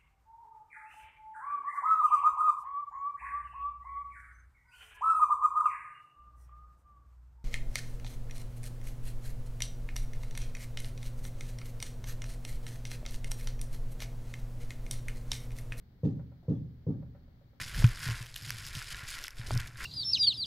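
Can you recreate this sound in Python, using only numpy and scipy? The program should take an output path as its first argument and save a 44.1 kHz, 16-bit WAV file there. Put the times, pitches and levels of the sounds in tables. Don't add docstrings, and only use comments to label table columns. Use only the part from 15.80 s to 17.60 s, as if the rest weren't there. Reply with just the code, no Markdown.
import sys
import numpy as np
from scipy import signal
from scipy.fft import rfft, irfft, next_fast_len
from scipy.io import wavfile
from scipy.ndimage import map_coordinates

SR = 44100
rng = np.random.default_rng(int(sys.argv[2]) if len(sys.argv) > 2 else 0)


def gain_from_decibels(decibels):
    exponent = np.asarray(decibels, float) / 20
    return 10 ** exponent


def file_out(sig):
    cols = np.atleast_2d(sig).T
    lim = np.clip(cols, -1, 1)
    pcm = np.round(lim * 32767).astype(np.int16)
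    wavfile.write(sys.argv[1], SR, pcm)


N = 79380

# t/s, strength/dB, relative rattle level/dB, rattle t60/s
TAP_EVENTS = [(0.2335, 0.5, 5, .2), (.6820, -0.77, 2.5, .15), (1.0670, -3, -5.5, 0.2)]
# f/Hz, likeness (-1..1)
NOISE_LIKENESS = [(60, 0.96), (180, 0.9), (550, 0.29), (1650, -0.073), (4970, -0.016), (15000, 0.35)]


def along(points, hz):
    f, v = np.transpose(points)
    return np.interp(np.log(hz + 1), np.log(f + 1), v)


def wobble(knots_per_s):
    knots = rng.standard_normal(int(N * knots_per_s / SR) + 4)
    return map_coordinates(knots, [np.arange(N) * knots_per_s / SR])


def filtered(x, response):
    m = next_fast_len(x.shape[-1] + SR // 2)
    spectrum = rfft(x, m) * response(np.fft.rfftfreq(m, 1 / SR))
    return irfft(spectrum, m)[..., :x.shape[-1]]


def paired(pair, likeness):
    def mid_side_gains(hz):
        angle = np.arccos(np.clip(along(likeness, hz), -1, 1)) / 2
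        return np.array([np.cos(angle), np.sin(angle)])

    mid, side = filtered(pair, mid_side_gains)
    return np.array([mid + side, mid - side])


def shaped_noise(spectrum, likeness):
    noise = filtered(rng.standard_normal((2, N)), lambda hz: gain_from_decibels(along(spectrum, hz)))
    stereo = paired(noise, likeness)
    return stereo / stereo.mean(0).std()


def ringing(hz, db, t60_s, t):
    decay = gain_from_decibels(db - 60 * t[:, None] / np.maximum(t60_s, .01))
    return decay * np.sin(2 * np.pi * hz * t[:, None])


def add(track, start_s, sound):
    part = track[..., round(start_s * SR):][..., :sound.shape[-1]]
    part += sound[..., :part.shape[-1]]


def ventilation():
    # f/Hz, relative density/dB per Hz
    air_spectrum = [(12, -28.5), (20, -0.5), (133, -7), (211, -13), (277, -15), (305, -20.5), (461, -23),
                    (624, -30), (698, -34.5), (900, -35.5), (1170, -62.5), (1980, -120)]
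    return gain_from_decibels(-58.5 + 1.2 * wobble(5)) * shaped_noise(air_spectrum, NOISE_LIKENESS)


def hiss():
    # f/Hz, relative density/dB per Hz
    hiss_spectrum = [(410, -29.5), (700, -3.5), (900, -8), (1600, -8), (2200, -9.5), (2570, -18),
                     (3100, -14.5), (4500, -14.5), (5200, -20.5), (7500, -30.5), (10600, -37.5),
                     (11800, -26.5), (13000, -23.5), (15750, -19.5), (16500, -63)]
    # f/Hz, left over right/dB
    balance = [(60, 4), (110, -9.5), (200, 0), (380, -8), (700, -3), (1290, 3.5), (2380, 0.5), (4400, 9),
               (8120, 5.5), (15000, 2)]
    noise = gain_from_decibels(-79) * shaped_noise(hiss_spectrum, NOISE_LIKENESS)
    return filtered(noise, lambda hz: gain_from_decibels(np.outer([.5, -.5], along(balance, hz))))


def hum():
    # f/Hz, relative level/dB, phase waver/cycles
    tones = [(75.4, -69, .4), (118.4, -67, .4), (13130, -101, .6), (15547, -104, .6)]
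    t = np.arange(N) / SR
    total = np.zeros(N)
    for hz, db, waver_cycles in tones:
        level = gain_from_decibels(db + 4 + 1.2 * wobble(12))
        cycles = hz * t + rng.random() + waver_cycles * wobble(3.7)
        total += level * np.sin(2 * np.pi * cycles)
    return total


def panel():
    # f/Hz, level at 0 dB strength/dB, t60/s, polarity at tapped spot
    low_modes = [(53.1, -52.8, 0.99, -1), (72.7, -33.0, 0.368, -1), (75.3, -32.6, 0.465, 1),
                 (76.8, -38.9, 0.99, -1), (92.5, -40.8, 0.459, -1), (102.8, -33.7, 0.591, 1),
                 (115.9, -26.0, 0.338, 1), (120.6, -36.7, 0.99, -1), (123.2, -40.4, 0.974, 1),
                 (131.1, -36.4, 0.598, -1), (144.7, -36.0, 0.735, 1), (151.5, -25.0, 0.296, 1),
                 (155.0, -26.6, 0.462, -1), (160.7, -34.5, 0.685, -1), (174.5, -23.9, 0.274, -1),
                 (180.5, -35.5, 0.688, 1), (188.3, -31.5, 0.335, 1), (206.4, -34.2, 0.415, -1),
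                 (219.2, -33.1, 0.324, 1), (227.9, -33.3, 0.319, -1), (245.9, -47.6, 0.99, 1),
                 (253.9, -35.6, 0.308, 1), (264.4, -25.5, 0.122, -1), (268.3, -31.8, 0.371, 1),
                 (278.4, -31.5, 0.32, -1), (288.7, -27.6, 0.191, 1), (303.8, -35.9, 0.335, -1),
                 (352.9, -47.3, 0.47, -1), (407.4, -37.6, 0.237, -1), (441.1, -33.6, 0.195, -1),
                 (449.6, -24.1, 0.044, 1), (462.7, -30.0, 0.136, -1), (501.5, -46.4, 0.247, -1),
                 (517.3, -42.0, 0.152, 1), (558.3, -50.8, 0.189, 1), (649.1, -58.3, 0.189, 1)]
    # f/Hz, level before onset and strength/dB, t60/s
    contact_modes = [(770, -48, 0.013), (1010, -53, 0.037), (5900, -69.5, 0.029)]
    soft_tip_hz, contact_rise_s = 750, 0.0024
    low, high, t = np.zeros(N), np.zeros(N), np.arange(SR) / SR
    hz, db, t60_s, polarity = np.transpose(low_modes)
    boom = ringing(hz, db, t60_s, t) @ np.sign(polarity)
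    rise = 1 - np.exp(-t / contact_rise_s)
    for start_s, strength_db, *_ in TAP_EVENTS:
        add(low, start_s, gain_from_decibels(strength_db) * boom)
        mode_gains = gain_from_decibels(rng.normal(0, 1, len(contact_modes)))
        upper = ringing(*np.transpose(contact_modes), t) @ mode_gains
        add(high, start_s, gain_from_decibels(strength_db) * upper * rise)
    return filtered(low, lambda f: 1 / (1 + (f / soft_tip_hz) ** 10)) + high


def room(x):
    # f/Hz, t60/s
    decay = [(80, 0.32), (300, 0.58), (1000, 0.63), (4000, 0.16)]
    # f/Hz, likeness (-1..1)
    tail_likeness = [(60, 0.49), (110, 0), (250, 0.92), (600, 0.16), (1500, 0)]
    level_db, delay_s, low_cut_hz = -14.5, 0.0026, 110
    sent = filtered(x, lambda f: f ** 2 / (f ** 2 + low_cut_hz ** 2))
    hz, t, bins = signal.stft(rng.standard_normal((2, SR)), SR, nperseg=1024)
    bins = bins * gain_from_decibels(-60 * t / along(decay, hz)[:, None])
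    tail = paired(signal.istft(bins, SR, nperseg=1024)[1], tail_likeness)
    tail = tail / np.linalg.norm(tail[0])
    late = np.pad(sent, (round(delay_s * SR), 0))[None]
    return gain_from_decibels(level_db) * signal.fftconvolve(late, tail, axes=1)[:, :N]


def bloom():
    # f/Hz, relative density/dB per Hz
    dense_spectrum = [(250, -31.5), (320, 2), (370, 4.5), (450, -13.5), (560, -5.5), (723, -17),
                      (779, -14.5), (849, -16.5), (915, -16.5), (1000, -36.5), (1190, -22), (1310, -30),
                      (1500, -37), (1950, -67), (3300, -120)]
    level_db, rise_s, t60_s = -42.5, 0.012, 0.37
    envelope, t = np.zeros(N), np.arange(SR) / SR
    rise = 1 - np.exp(-(t / rise_s) ** 2)
    for start_s, strength_db, *_ in TAP_EVENTS:
        add(envelope, start_s, gain_from_decibels(strength_db - 60 * t / t60_s) * rise)
    return gain_from_decibels(level_db) * envelope * shaped_noise(dense_spectrum, [(600, 0.49), (1500, 0.34)])


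def rattle():
    # f/Hz, relative density/dB per Hz
    buzz_spectrum = [(880, -39), (1500, -8.5), (1770, 0), (2200, -10.5), (2590, -5.5), (2830, -8.5),
                     (3480, -6), (6190, -13.5), (10900, -29.5), (15500, -23)]
    level_db, rise_s = -72, 0.012
    linger_db, linger_t60_s = -7.5, 0.85
    grit_db, grit_knots_per_s = 2, 260
    envelope, t = np.zeros(N), np.arange(SR) / SR
    rise = 1 - np.exp(-(t / rise_s) ** 2)
    for start_s, _, db, t60_s in TAP_EVENTS:
        fast = gain_from_decibels(db - 60 * t / t60_s)
        slow = gain_from_decibels(db + linger_db - 60 * t / linger_t60_s)
        add(envelope, start_s, (fast + slow) * rise)
    grit = gain_from_decibels(level_db + grit_db * wobble(grit_knots_per_s))
    return grit * envelope * shaped_noise(buzz_spectrum, NOISE_LIKENESS)


def frame_rings():
    # t/s, f/Hz, level before onset/dB, t60/s
    rings = [(.750, 3400, -73, .14), (.764, 5900, -84, .08), (1.14, 1600, -72, .08), (.315, 6100, -82, .12)]
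    track, t = np.zeros(N), np.arange(SR) / SR
    for start_s, *mode in rings:
        add(track, start_s, ringing(*mode, t)[:, 0] * (1 - np.exp(-t / 0.0023)))
    return track


def ticks():
    # t/s, relative level/dB, brightness/dB (per octave on modes, overall on puff)
    tick_events = [(.392, -54.5, 0), (.5165, -62.5, 1.5), (1.224, -56.5, -0.5), (1.347, -58, 0.5),
                   (1.476, -65, -2), (1.612, -62, -5), (1.730, -66, 0.5)]
    # f/Hz, relative level/dB, t60/s
    tick_modes = [(549, -3.5, 0.15), (568, -2, 0.16), (785.6, -9, 0.14), (939, -11, 0.09),
                  (1351, -12.5, 0.1), (1441, -14, 0.053), (1820, -16.5, 0.046), (2060, -21, 0.036)]
    # f/Hz, relative density/dB per Hz
    puff_spectrum = [(300, -22), (500, 4), (1400, -4.5), (2300, -14), (3000, -21.5), (6000, -58.5)]
    rise_s, puff_db, puff_t60_s = 0.0018, -12, 0.2
    ring, puff, t = np.zeros(N), np.zeros(N), np.arange(SR // 4) / SR
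    hz, mode_db, t60_s = np.transpose(tick_modes)
    rise = 1 - np.exp(-t / rise_s)
    for start_s, db, bright_db in tick_events:
        colour_db = bright_db * np.log2(hz / hz[0]) + rng.normal(0, 2, len(hz))
        modes = ringing(hz, mode_db + colour_db, t60_s, t).sum(1)
        add(ring, start_s, gain_from_decibels(db) * rise * modes)
        add(puff, start_s, gain_from_decibels(db + bright_db + puff_db - 60 * t / puff_t60_s) * rise)
    return ring + puff * shaped_noise(puff_spectrum, [(500, 0.17)])


def scuff():
    # t/s, mid level before onset and decay/dB rms, t60/s
    brushes = [(.627, -61, .35)]
    # f/Hz, relative density/dB per Hz
    brush_spectrum = [(150, -22), (220, -5), (430, 0.5), (700, -5), (1500, -35), (3000, -48.5)]
    envelope, t = np.zeros(N), np.arange(SR // 2) / SR
    for start_s, db, t60_s in brushes:
        add(envelope, start_s, gain_from_decibels(db - 60 * t / t60_s) * (1 - np.exp(-t / 0.0011)))
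    return envelope * shaped_noise(brush_spectrum, [(500, 0.96)])


def scene():
    background = ventilation() + hiss() + hum()
    struck = panel() + frame_rings()
    return background + struck + room(struck) + bloom() + rattle() + ticks() + scuff()


def top_cut(x):
    return signal.sosfilt(signal.butter(12, 15890, fs=SR, output="sos"), x)


def record(dry):
    return top_cut(dry)


dry = scene()
out = record(dry)
file_out(out)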